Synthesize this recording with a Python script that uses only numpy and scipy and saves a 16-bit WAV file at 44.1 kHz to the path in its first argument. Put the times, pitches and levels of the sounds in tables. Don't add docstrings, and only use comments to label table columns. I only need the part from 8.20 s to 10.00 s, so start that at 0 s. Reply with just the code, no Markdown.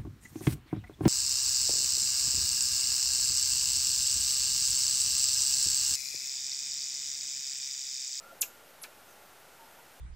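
import sys
import numpy as np
from scipy import signal
from scipy.fft import rfft, irfft
from scipy.io import wavfile
from scipy.ndimage import uniform_filter1d

SR = 44100
rng = np.random.default_rng(int(sys.argv[2]) if len(sys.argv) > 2 else 0)


def volts(x):
    e = np.asarray(x, float) / 20
    return 10 ** e


def master_out(mix):
    frames = np.transpose(np.atleast_2d(mix))
    ceiling = np.clip(frames, -1, 1)
    pcm = np.round(ceiling * 32767).astype(np.int16)
    wavfile.write(sys.argv[1], SR, pcm)


N = 79380
TIME = np.arange(N) / SR
BIN_HZ = np.arange(N // 2 + 1) * SR / N


def rms_one(x):
    return x / np.sqrt(np.mean(x ** 2) + 1e-20)


def at_hz(points, hz):
    point_hz, point_db = np.transpose(points)
    return np.interp(np.log(hz + 1), np.log(point_hz), point_db)


def drift(rate_hz):
    r = np.exp(-2 * np.pi * rate_hz / SR)
    slow = signal.lfilter([1], [1, -2 * r, r * r], rng.standard_normal(N + SR))
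    return rms_one(slow[SR:])


def resonate(x, hz, width_hz):
    r = np.exp(-np.pi * width_hz / SR)
    zeros = np.array([1, 0, -1]) * (1 - r * r) / 2
    return signal.lfilter(zeros, [1, -2 * r * np.cos(2 * np.pi * hz / SR), r * r], x)


def resonate_twice(x, hz, width_hz):
    return resonate(resonate(x, hz, width_hz), hz, width_hz)


def ringing_noise(hz, width_hz):
    return rms_one(resonate_twice(rng.standard_normal(N), hz, width_hz))


def swell(centre_s, length_s):
    return np.exp(-((TIME - centre_s) / length_s) ** 2)


# f/Hz, level/dB per Hz
FLOOR_SPECTRUM = [(26, -23), (45, -9.5), (108, -10), (870, -1), (959, -5.5), (1350, -5), (4430, -13.5),
                  (12600, -16), (14900, -16)]


def hiss_and_rumble():
    level_db, flicker_db = -55.5, -0.01
    spectrum = rfft(rng.standard_normal(N)) * volts(at_hz(FLOOR_SPECTRUM, BIN_HZ))
    place = np.clip(2 * np.log2(BIN_HZ / 20 + 1e-9), 0, 19)
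    out = 0
    for k in range(20):
        band = np.clip(1 - abs(place - k), 0, 1)
        out = out + irfft(spectrum * band, N) * volts(flicker_db * drift(18))
    return volts(level_db) * rms_one(out)


# f/Hz, bandwidth/Hz, level/dB, flicker/dB
HUM_MODES = [
    (550, 165, -72.5, -2.5),
    (734, 230, -81, 3.5),
    (900, 170, -94.5, 4),
    (1397, 116, -67, 1),
]


def hum():
    out = 0
    for hz, width_hz, db, flicker_db in HUM_MODES:
        out = out + volts(db + flicker_db * drift(15)) * ringing_noise(hz, width_hz)
    return out


# t/s, length/s, f/Hz, level/dB
HUM_SWELLS = [(0.068, 0.049, 1390, -54.5), (.03, 0.028, 1284, -58), (0.09, 0.15, 550, -65),
              (0.13, 0.011, 680, -58.5), (.42, 0.021, 1397, -73.5), (0.467, 0.057, 540, -62.5),
              (0.662, 0.027, 562, -60.5), (1.423, 0.049, 900, -58), (1.596, .015, 913, -58)]


def hum_swells():
    width_hz = 62
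    return sum(volts(db) * swell(s, length_s) * ringing_noise(hz, width_hz)
               for s, length_s, hz, db in HUM_SWELLS)


# f/Hz, rms level/dB
WHINE_TONES = [
    (12258, -71.5),
    (12290, -81.5),
]


def whine():
    out = 0
    for hz, db in WHINE_TONES:
        level = volts(db - 2.5 + 3 * drift(12))
        out = out + level * np.sqrt(2) * np.sin(2 * np.pi * hz * TIME)
    return out


# t/s, level of a patch/dB, number of patches
SIDE_PATCHES = [(.04, -73, 3), (.18, -71, 2), (.215, -70, 0), (.275, -72, 9), (.852, -74, 1), (.9, -67, 1),
                (1.038, -72, 2), (1.085, -84, 6), (1.2, -73, 2), (1.457, -73, 3)]


def side_patches():
    length_s, width_hz = .016, 1500
    noise, out = rfft(rng.standard_normal(N)), 0
    for s, db, patches in SIDE_PATCHES:
        if patches == 0:
            bands = [0]
        elif patches < 6:
            bands = 3 + rng.permutation(7)[:patches]
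        else:
            bands = np.arange(10)
        patch = rms_one(irfft(noise * np.isin(BIN_HZ // width_hz, bands), N))
        envelope = np.exp(-((TIME - s) / length_s) ** 4)
        out = out + volts(db) * np.sqrt(max(patches, 1)) * envelope * patch
    return out


# start t/s, end t/s, low f/Hz, high f/Hz
HISS_GAPS = [
    (.2036, .2062, 2500, 13600),
    (.2055, .2088, 2500, 8500),
    (.208, .2128, 2500, 6800),
]


def thin_before_attack(x):
    for start, end, low_hz, high_hz in HISS_GAPS:
        gate = uniform_filter1d(1. * ((TIME > start) & (TIME < end)), size=20)
        band = (BIN_HZ > low_hz) & (BIN_HZ < high_hz)
        x = x - gate * irfft(rfft(x) * band, N)
    return x


# t/s, f/Hz, level/dB, overtone level/dB
FIRST_CHIRP = [(.2065, 15600, -55, -80), (.2102, 12000, -38, -80), (.2116, 10600, -24, -80),
               (.2142, 8500, -31, -55), (.2168, 7050, -18, -33), (.2181, 6300, -28, -19),
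               (.2215, 4850, -32, -38), (.2258, 2850, -36, -50), (.2286, 2600, -28, -50)]
# t/s, f/Hz, level/dB, overtone level/dB
SECOND_CHIRP = [(.612, 9900, -60, -80), (.619, 10850, -49, -80), (.625, 11420, -43, -80),
                (.628, 10800, -45, -80), (.631, 9050, -43, -70), (.6335, 7250, -43, -48),
                (.6385, 4150, -40, -47), (.6408, 2700, -46, -54), (.643, 2380, -39, -54)]


def chirp(rows):
    dive_hz_per_s, release_s, third_db, wobble_db = 450000, .0008, -1, 1.5
    s, hz, db, over_db = np.transpose(rows)
    after_s = np.maximum(TIME - s[-1], 0)
    pitch = np.maximum(np.interp(TIME, s, hz) - dive_hz_per_s * after_s, 600)
    pitch = uniform_filter1d(pitch, size=40)
    phase = 2 * np.pi * np.cumsum(pitch) / SR
    gate = (TIME > s[0]) * np.exp(-after_s / release_s) * volts(wobble_db * drift(510))
    over = volts(np.interp(TIME, s, over_db))
    first = volts(np.interp(TIME, s, db)) * np.sin(phase)
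    second = over * (2 * pitch < SR / 2.2) * np.sin(2 * phase)
    third = over * volts(third_db) * (3 * pitch < SR / 2.2) * np.sin(3 * phase)
    return gate * (first + second + third)


# t/s, level/dB
THROAT_PUFFS = [
    (0.231, -50),
    (0.646, -48),
]


def puffs():
    length_s = 0.0085
    band = signal.butter(2, [450, 2050], "band", fs=SR, output="sos")
    noise = rms_one(signal.sosfilt(band, rng.standard_normal(N)))
    return noise * sum(volts(db) * swell(s, length_s) for s, db in THROAT_PUFFS)


# delay t/s, level/dB
BOUGH_ECHOES = [
    (.0075, -2),
    (.0148, -12),
    (.0275, -18),
]


def boughs(x):
    hollow = resonate_twice(x, 2600, 900)
    samples = np.arange(N)
    return sum(volts(db) * np.interp(samples - s * SR, samples, hollow) for s, db in BOUGH_ECHOES)


# f/Hz, level/dB
LEAF_SPECTRUM = [(500, 6.5), (2500, -4), (4500, -2), (7200, 1), (9400, 0.5), (11200, 0.5), (12800, 3),
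                 (15000, 7)]


def leaves(x):
    level_db, rise_s, density_per_s = -3, 0.00058, 840
    near_t60_s, far_t60_s, far_db = 0.078, .26, -14
    t = np.arange(SR // 2) / SR
    glints = rng.random(len(t)) < density_per_s / SR
    sparse = rng.standard_normal(len(t)) * (0.69 + glints)
    decay = volts(-60 * t / near_t60_s) + volts(far_db - 60 * t / far_t60_s)
    cloud = sparse * decay * (1 - np.exp(-t / rise_s))
    cloud = cloud / np.sqrt(np.sum(cloud ** 2))
    colour = volts(level_db + at_hz(LEAF_SPECTRUM, np.arange(N + 1) * SR / (2 * N)))
    return irfft(rfft(x, 2 * N) * rfft(cloud, 2 * N) * colour)[:N]


# t/s, length/s, f/Hz, bandwidth/Hz, level/dB
BIRD_NOTES = [
    (.897, .016, 6300, 700, -64),
    (.925, .018, 6050, 500, -69),
]


def far_bird():
    return sum(volts(db) * swell(s, length_s) * ringing_noise(hz, width_hz)
               for s, length_s, hz, width_hz, db in BIRD_NOTES)


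def scene():
    background = thin_before_attack(hiss_and_rumble() + hum() + hum_swells() + whine())
    call = chirp(FIRST_CHIRP) + chirp(SECOND_CHIRP) + puffs()
    mid = background + call + boughs(call) + leaves(call) + far_bird()
    side = side_patches()
    return np.array([mid + side, mid - side])


def roll_off(x):
    return signal.sosfilt(signal.butter(12, 16120, fs=SR, output="sos"), x)


def record(dry):
    cutoff_hz, offset = 15020, -.0005
    mix = irfft(rfft(dry) * (BIN_HZ < cutoff_hz), N) + offset
    return roll_off(mix)


dry = scene()
out = record(dry)
master_out(out)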